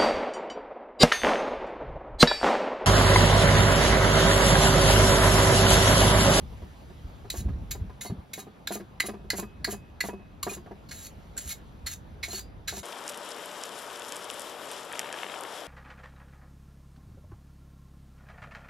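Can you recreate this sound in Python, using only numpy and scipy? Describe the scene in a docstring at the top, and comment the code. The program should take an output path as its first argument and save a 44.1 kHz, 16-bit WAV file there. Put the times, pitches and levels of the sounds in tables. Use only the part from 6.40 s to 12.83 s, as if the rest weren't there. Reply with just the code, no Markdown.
"""A plank deck outdoors: a stiff plastic brush slaps and drags across the cooling fins of a small engine.
Bursts of random bristle snaps drive resonant fins; a few freed fins ring on as decaying sines.
Each stroke rocks the engine, whose feet knock on the boards: short pulses through plank resonances.
Wind rumbles and thumps at the two microphone ports as low filtered noise and brief low waves.
Behind it lies the distant hush of the yard, noise shaped in short-time spectra."""
import sys
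import numpy as np
from scipy import signal
from scipy.fft import rfft, irfft, next_fast_len
from scipy.io import wavfile
from scipy.ndimage import uniform_filter1d

SR = 44100
rng = np.random.default_rng(int(sys.argv[2]) if len(sys.argv) > 2 else 0)


def file_out(sig):
    """Save sig as 16-bit WAV at sys.argv[1]."""
    # one column per channel
    cols = np.atleast_2d(sig).T
    # limit, then scale
    lim = np.clip(cols, -1, 1)
    pcm = np.round(lim * 32767).astype(np.int16)
    wavfile.write(sys.argv[1], SR, pcm)


N = 283563

# the bristles land on the fins:
# (time_s, level_db, thick_fin_hz, thick_fin_db, thin_fin_hz, thin_fin_db, landing_ms)
SLAPS = [(0.9036, -23, 2100, -22, 4160, -5, 3.36), (1.3112, -26.5, 2030, -17, 3750, -12, 6.4),
         (1.6122, -29.5, 2140, -7.5, 3750, -7.5, 5.6), (1.936, -26.5, 2180, -11.5, 3900, -8.5, 4.7),
         (2.2751, -27, 1677, -1, 4010, 2.5, 3.25), (2.6029, -21, 1988, 7, 4180, -2.5, 4.1),
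         (2.9052, -22.5, 1974, 3, 4450, 3, 3.4), (3.2473, -24, 1958, 2.5, 4410, 2.5, 4.06),
         (3.6078, -24, 1981, 4.5, 4350, -1.5, 4.76), (4.0313, -22, 1160, -9, 4300, -8, 4.5),
         (4.4895, -45, 1300, -14, 4340, -1.5, 7.4), (4.512, -38, 1936, 0.5, 4300, -2.5, 7.4),
         (4.9685, -41.5, 1600, -1, 3910, -18, 4.2), (4.9784, -29.5, 1475, -13.5, 3830, -30, 6.8),
         (5.4638, -28, 2140, -16, 4210, -4.5, 10), (5.8303, -33.5, 2184, 6.5, 3970, 2.5, 9.5),
         (6.277, -28.5, 1580, -7.5, 3880, -1.5, 11.8)]
LAND_LEAD_S = 0.00395  # the bristles touch this long before the listed time
TIPS_DB_PER_MS = -0.58  # a slower landing leans less on the tips, all through the stroke


def amp(db):
    """Amplitude ratio of a level in dB."""
    return 10 ** (np.asarray(db) / 20)


def evened(x):
    """The signal scaled to an rms of 1."""
    return x / np.sqrt(np.mean(x ** 2) + 1e-20)


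def read(points, hz):
    """Value at hz of a curve of (hz, value) points, straight over log frequency."""
    f, value = np.transpose(points)
    return np.interp(np.log(hz + 1), np.log(f + 1), value)


def add(mix, s, sound):
    """Lay a sound into the mix at s seconds, cut off at the end."""
    part = mix[round(s * SR):][:len(sound)]
    part += sound[:len(part)]


def resonate(x, hz, width):
    """Resonance that follows hz: shift to 0 Hz, smooth, shift back; white noise keeps its rms."""
    turn = np.exp(2j * np.pi * np.cumsum(hz * np.ones(len(x))) / SR)
    r = np.exp(-np.pi * width / SR)
    smooth = signal.lfilter([1 - r], [1, -r], x / turn)
    return 2 * (turn * smooth).real / np.sqrt(np.pi * width / SR)


def ring(x, modes, detune=1, patchy_db=0):
    """Sum of resonances (hz, width_hz, level_db); the contact with each one comes and goes."""
    drift = uniform_filter1d(rng.standard_normal((len(modes), N // 64 + 1)), 14, 1)
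    contact = amp(patchy_db * np.clip(evened(drift), -3, 1.5))  # one value per 64 samples
    out = np.zeros(N)
    for k, (hz, width, db) in enumerate(modes):
        drive = x * np.repeat(contact[k], 64)[:N]
        out += (-1) ** k * amp(db) * resonate(drive, hz * detune, width)
    return out


def colour(x, points):
    """Causal minimum-phase filter with the given spectrum, its taps scaled to energy 1."""
    log_gain = np.log(amp(read(points, abs(np.fft.fftfreq(2048, 1 / SR)))))
    taps = np.fft.ifft(np.exp(np.conj(signal.hilbert(log_gain)))).real[:1024]
    return signal.oaconvolve(x, taps / np.linalg.norm(taps))[:N]


def wavering(hz, width):
    """A tone of nearly steady strength whose pitch wanders: narrow noise divided by its envelope."""
    x = resonate(rng.standard_normal(N), hz, width)
    return x / (abs(signal.hilbert(x)) + 0.15)


def bristles(per_s, spread_db):
    """Dense random snaps of single bristles, a few of them strong."""
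    size = amp(spread_db * np.minimum(rng.exponential(1, N), 5))
    return evened(size * rng.standard_normal(N) * (rng.random(N) < per_s / SR))


def land(thick, thin, low, shafts, tips):
    """Each landing adds a quick swell and decay to the strength of every part it excites."""
    shafts_db, tips_db, body_db = -5, -3.5, -21.5  # shares of a landing
    body_db_per_ms = 1.5  # a slower, flatter landing spreads over more of the cylinder
    thick_lead_s = 0.0039
    for s, db, _, thick_db, _, thin_db, ms in SLAPS:
        u = np.arange(round(.08 * SR)) / SR / (ms / 1000)
        late = 0.033 * (1 - np.exp(-u)) * np.exp(-u / 1.2)  # late bristles trail in
        landing = amp(db) * ((u * np.exp(1 - u)) ** 2.14 + late)
        shares = ((thin, thin_db), (low, body_db + body_db_per_ms * ms),
                  (shafts, shafts_db), (tips, tips_db + TIPS_DB_PER_MS * ms))
        for line, gain_db in shares:
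            add(line, s - LAND_LEAD_S, amp(gain_db) * landing)
        slow = u / 1.19  # the thick fin takes longer to build up
        build = (slow * np.exp(1 - slow)) ** 3.0 + 0.025 * slow * np.exp(-slow / 0.91)
        add(thick, s - thick_lead_s, amp(db + thick_db) * build)


def drag(low, shafts, tips):
    """After landing the bristles drag under a held pressure, then flick free."""
    # the flick that ends each drag: (flick_start_s, flick_end_s, drag_db, flick_db)
    drag_table = [(0.962, 1.011, -50, -43), (1.33, 1.34, -45, -61), (1.673, 1.683, -44, -51),
                  (1.98, 2.012, -52, -43), (2.31, 2.356, -67, -37), (2.65, 2.674, -75, -36),
                  (2.956, 3.005, -62, -38.5), (3.299, 3.333, -54, -36.5), (3.639, 3.684, -60, -42),
                  (4.081, 4.152, -65, -41.5), (4.605, 4.672, -47, -46.5), (5.084, 5.13, -46.5, -35.5),
                  (5.504, 5.539, -48, -37.5), (5.917, 5.998, -45.5, -38.5), (6.34, 6.399, -46, -39.5)]
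    after_s, rise_s, rise_db = 0.0043, .01, 34  # the drag swells in behind each landing
    flick_rise_s = 0.013  # the change to the flick takes this long each side of its start
    release_s, release_db = 0.0087, 81
    tips_db, body_db = 2.5, -33
    slaps = np.array(SLAPS)
    for begin, end, drag_db, flick_db in drag_table:
        landed_s, *_, ms = slaps[slaps[:, 0] < begin][-1]
        flick_from, flick_full = begin - flick_rise_s, begin + flick_rise_s
        start = min(landed_s + after_s, flick_from)
        t = np.arange(start - rise_s, end + release_s, 1 / SR)
        turns = [t[0], start, flick_from, flick_full, max(end, flick_full), end + release_s]
        levels = [drag_db - rise_db, drag_db, drag_db, flick_db, flick_db, flick_db - release_db]
        pressure = amp(np.interp(t, turns, levels))
        for line, gain_db in (low, body_db), (shafts, 0), (tips, tips_db + TIPS_DB_PER_MS * ms):
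            add(line, t[0], amp(gain_db) * pressure)


def brush():
    """Landing and dragging bristles scratch the metal and drive the fins under them."""
    # fin resonances before detuning: (hz, width_hz, level_db)
    fin_modes = [(2920, 120, -11.5), (3862, 90, 2), (4220, 140, 0.5), (4985, 65, -5.5), (5530, 48, -15),
                 (7560, 480, -8)]
    # higher fin resonances before detuning: (hz, width_hz, level_db)
    top_modes = [(10740, 490, -4.5), (11440, 150, -12), (12700, 290, -9), (16300, 93, -73)]
    # spectrum of the scratching bristle shafts: (hz, level_db)
    scratch_curve = [(700, -27.5), (1300, -5), (2500, -3.5), (3200, -5), (4500, -7), (5500, -1),
                     (7200, 10.5), (7900, 0), (9000, -60)]
    # spectrum of the fizzing bristle tips: (hz, level_db)
    fizz_curve = [(7000, -30), (7900, -1.5), (11000, -.5), (12500, -1.5), (16000, 0)]
    thick, thin, low, shafts, tips = np.zeros((5, N))
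    land(thick, thin, low, shafts, tips)
    drag(low, shafts, tips)

    slaps = np.array(SLAPS)
    stroke = np.maximum(np.searchsorted(slaps[:, 0] - LAND_LEAD_S, np.arange(N) / SR) - 1, 0)
    fin = slaps[stroke]
    detune = 1 + 0.033 * rng.standard_normal(len(slaps))[stroke]  # other fins under each landing
    rasp = amp(1.4 * evened(uniform_filter1d(rng.standard_normal(N), 200)))  # tufts catch and let go
    snaps = evened(rasp * bristles(9000, spread_db=2.2))
    shaft_snaps, tip_snaps = shafts * snaps, tips * snaps

    thick_parts = ((1, 0.89), (0.92, 0.11), (.85, 0.23))  # (pitch ratio, share)
    out = thick * sum(wavering(fin[:, 2] * k, 66) * share for k, share in thick_parts)
    out += thin * wavering(fin[:, 4], 300)
    out += 0.078 * resonate(resonate(low * snaps, 2230, 1100), 1900, 860)  # the cylinder body
    out += 0.72 * colour(shaft_snaps, scratch_curve)
    out += 0.15 * ring(shaft_snaps, fin_modes, detune, patchy_db=2.2)
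    out += 0.66 * colour(tip_snaps, fizz_curve)
    return out + 0.48 * ring(tip_snaps, top_modes, detune, patchy_db=4.5)


def plucks():
    """Each fin the brush frees swells for a few ms and dies away as a decaying sine."""
    # the brush frees a fin: (time_s, level_db, fin_letter)
    pluck_table = [(1.66, -41, "a"), (1.66, -44, "d"), (1.66, -41.5, "f"), (2.0, -48, "d"),
                   (2.36, -62, "g"), (2.615, -37, "d"), (2.69, -62.5, "c"), (2.69, -64, "g"),
                   (2.995, -55, "c"), (3.0, -62, "g"), (3.33, -58.5, "c"), (3.33, -63, "g"),
                   (3.7, -55.5, "c"), (4.093, -30, "b"), (4.15, -62, "g"), (4.65, -46, "f"),
                   (4.975, -16.5, "h"), (5.105, -36, "i"), (5.905, -31.5, "e"), (5.945, -32.5, "f"),
                   (5.99, -50, "g")]
    # fins that ring on, by letter: (pitch_hz, t60_s)
    ring_table = {"a": (2090, .1), "b": (2450, .053), "c": (2552, .7), "d": (3870, .1), "e": (4160, .065),
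                  "f": (4410, .14), "g": (4830, .24), "h": (7400, .04), "i": (2190, .06)}
    out, t = np.zeros(N), np.arange(SR // 2) / SR
    for s, db, letter in pluck_table:
        hz, t60 = ring_table[letter]
        swell = 1 - np.exp(-t / 0.0029)
        add(out, s, amp(db - 60 * t / t60) * swell * np.sin(2 * np.pi * hz * t))
    return out


def knocks():
    """A foot strikes, then the weight follows: stiff plank modes ring first, the low ones swell after."""
    # the engine's feet knock on the planks, about 21 times a second while it rocks: (time_s, level_db)
    knock_table = [(0.128, -49), (0.223, -45), (0.503, -47.5), (0.847, -44.5), (0.943, -36.5), (1.088, -41),
                   (1.351, -40.5), (1.4, -54), (1.498, -44), (1.653, -36.5), (1.701, -36.5), (1.981, -38),
                   (2.025, -46), (2.071, -41.5), (2.309, -30), (2.358, -29), (2.402, -36.5), (2.641, -33),
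                   (2.689, -28.5), (2.74, -35), (2.796, -46), (2.845, -42.5), (2.936, -29), (2.987, -28),
                   (3.028, -34), (3.28, -31), (3.329, -31.5), (3.642, -31), (3.689, -29), (3.734, -33.5),
                   (3.795, -44), (4.069, -28.5), (4.116, -35.5), (4.171, -37.5), (4.264, -43),
                   (4.313, -37.5), (5.885, -41.5), (5.934, -37.5), (5.982, -44), (6.328, -35),
                   (6.373, -39.5)]
    # low plank modes before detuning: (hz, width_hz, level_db)
    low_modes = [(202.6, 14, -5), (390, 33, 4), (503, 210, -13)]
    # stiff plank modes before detuning: (hz, width_hz, level_db)
    high_modes = [(463, 290, 0), (720, 76, 5), (971, 39, 0), (1167, 30, -2.5), (1590, 480, -1.5)]
    rock_gap_s = .07  # a longer pause starts a new rocking
    bright_start_db, dulling_db_per_s = 4, 50  # the stiff modes fade as the rocking settles
    low_lag_s, high_lead_s = .002, .003
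    low, high, u = np.zeros(N), np.zeros(N), np.arange(900) / SR
    grit = rng.standard_normal((len(knock_table), 901))
    times = np.transpose(knock_table)[0]
    began = np.maximum.accumulate(times * (np.diff(times, prepend=-1) > rock_gap_s))
    for (s, db), first_s, noise in zip(knock_table, began, grit[:, 1:]):
        bright_db = bright_start_db - dulling_db_per_s * (s - first_s)
        weight = u / 0.00091 * np.exp(-u / 0.00092) + 0.1 * noise * np.exp(-u / 0.028)
        strike = u / 0.00062 * np.exp(-u / 0.00039) + 0.14 * noise * u / 0.0032 * np.exp(-u / 0.0071)
        add(low, s + low_lag_s, amp(db) * weight)
        add(high, s - high_lead_s, amp(db + bright_db) * strike)
    spot = np.maximum(np.searchsorted(times - high_lead_s, np.arange(N) / SR) - 1, 0)
    detune = 1 + 0.035 * grit[spot, 0]  # each foot lands on a slightly different spot
    return ring(low, low_modes, detune, patchy_db=2.5) + ring(high, high_modes, detune, patchy_db=3.0)


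def deck(x):
    """Random echoes off planks, wall and sleeve, dying 60 dB in about 0.14 s, partly different at each port."""
    t = np.arange(SR // 2) / SR
    hits = rng.choice([-1., 1.], (3, len(t))) * (rng.random((3, len(t))) < 4000 / SR)
    hits *= 1 - np.exp(-t / 0.00044)
    decay = amp(-60 * t / 0.14) + amp(-26.0 - 60 * t / 0.13)
    taps = (hits[:2] + 1.78 * hits[2]) * decay  # the third set is common to both ports
    taps /= np.linalg.norm(taps, axis=1, keepdims=True)
    return signal.fftconvolve(x[None], taps, axes=1)[:, :N]


def wind():
    """Eddies at the ports: a low lumpy rumble and single thumps, mostly common to both."""
    # level of the rumble: (time_s, level_db)
    rumble_table = [(0.0, -39), (0.16, -43), (0.3, -50.5), (0.99, -44.5), (1.11, -33.5), (1.29, -43.5),
                    (1.41, -36), (2.0, -84), (2.36, -59), (2.76, -50), (3.33, -47), (3.47, -52.5),
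                    (3.89, -50.5), (5.03, -50.5), (5.19, -48), (5.69, -49.5), (5.82, -47.5), (6.43, -47)]
    # single eddies thump the ports: (time_s, level_db, pitch_hz)
    thump_table = [(0.03, -31, 63), (0.23, -32, 68), (0.655, -30, 61), (0.99, -23.5, 64),
                   (1.016, -28.5, 115), (1.066, -18, 64), (1.094, -28, 90.5), (1.142, -22, 63.6),
                   (1.226, -27, 60.4), (1.309, -33.5, 65), (1.423, -20, 72), (1.707, -27, 90),
                   (1.725, -22.5, 154), (1.792, -32, 73), (4.774, -38.5, 66), (5.075, -34.5, 63.6),
                   (5.451, -32.5, 58.6)]
    thump_cycles = 1.3
    # a puff of rough air rises with each thump and dies away after it
    puff_db, puff_hz, puff_width_hz, puff_s = -19.5, 157.4, 123, 0.019
    noises = rng.standard_normal((3, N))
    common, left, right = (resonate(resonate(z, 57, 54), 51, 107) for z in noises)
    envelope = abs(signal.hilbert(common))
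    common = evened(common / (envelope + 0.18 * common.std()) ** 0.41)  # partly levelled
    level = amp(np.interp(np.arange(N) / SR, *np.transpose(rumble_table)))
    rumble = level * (common + 0.45 * evened(np.array([left, right])))
    thumps, puffs = np.zeros((2, N))
    for s, db, hz in thump_table:
        t = np.arange(-min(s, .06), .06, 1 / SR)
        bell = np.exp(-(2 * t * hz / thump_cycles) ** 2)
        add(thumps, s + t[0], amp(db) * np.cos(2 * np.pi * hz * t) * bell)
        u = (t - t[0]) / puff_s
        add(puffs, max(s - puff_s, 0), amp(db + puff_db) * u * np.exp(1 - u))
    air = resonate(rng.standard_normal(N), puff_hz, puff_width_hz)
    air = evened(resonate(air, puff_hz, puff_width_hz))
    return rumble + thumps + puffs * air


def hush():
    """Far traffic and air: random spectra, patches drift; the treble slowly sinks, returns, sinks again."""
    # base spectrum: (hz, level_db_per_hz)
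    hush_curve = [(30, -76), (70, -77.5), (170, -73), (350, -81.5), (860, -84.5), (1900, -93.5),
                  (3600, -96), (5700, -103), (8000, -104), (11400, -108), (15500, -109)]
    # treble level, of which only the change from the first point counts: (time_s, level_db)
    treble_table = [(0.0, -72), (1.81, -78), (3.93, -81.5), (4.8, -75.5), (6.25, -81.5)]
    # left-right likeness, 1 when both are the same: (hz, likeness)
    likeness_curve = [(100, 0.99), (350, 0.49), (900, 0.034), (1600, 0.028), (3000, 0.27), (6000, 1),
                      (12000, 1)]
    frames, hz = N // 256 + 5, np.fft.rfftfreq(1024, 1 / SR)
    a, b, c, d, patches = rng.standard_normal((frames, 513, 5)).T
    patches = evened(uniform_filter1d(uniform_filter1d(patches, 12, 0), 10, 1))
    s, db = np.transpose(treble_table)
    treble_db = np.interp(np.arange(frames) * 256 / SR, s, db - db[0])
    treble_db = treble_db * np.clip(hz / 5000, 0, 1)[:, None]
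    same = np.clip(read(likeness_curve, hz), -1, 1)[:, None]
    left, other = a + 1j * b, c + 1j * d
    z = np.array([left, same * left + np.sqrt(1 - same ** 2) * other])
    z *= amp(read(hush_curve, hz)[:, None] + 1.6 * patches + treble_db) * np.sqrt(SR / 1024)
    return signal.istft(z, nperseg=1024, noverlap=768)[1][:, :N]


def scene():
    """Brush and knocks close by, slightly stronger on the right, with deck echoes, wind and hush."""
    metal, feet = brush() + plucks(), knocks()
    direct = (metal + feet) * amp([[-.3], [.3]])
    echoes = amp(-4.5) * deck(metal + amp(-4.5) * feet)  # the knocks travel in the planks and echo less
    return direct + echoes + wind() + hush()


def record(dry):
    """The ports differ in phase, and in the treble the left hears later; a bass cut, then the band limit."""
    # body shading: (hz, left_lead_radians)
    turn_curve = [(150, -.1), (500, -.3), (950, -1.0), (1400, -.5), (2100, -.4), (2600, .3), (3600, 0)]
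    lag_from_hz, lag_s, edge_hz = 4900, 1 / 6700, 15850
    size = next_fast_len(N + 2048)
    hz = np.fft.rfftfreq(size, 1 / SR)
    lead = read(turn_curve, hz) / 2 - np.pi * np.maximum(hz - lag_from_hz, 0) * lag_s  # half per port
    bass_cut = 1 / np.sqrt(1 + (38 / (hz + 1)) ** 6)
    phase = np.exp(1j * lead * np.array([[1], [-1]]))
    ports = irfft(rfft(dry, size) * bass_cut * phase, size)[:, :N]
    band = signal.firwin(511, edge_hz, window=("kaiser", 9), fs=SR)
    return signal.oaconvolve(ports, band[None], "same")


dry = scene()
out = record(dry)
file_out(out)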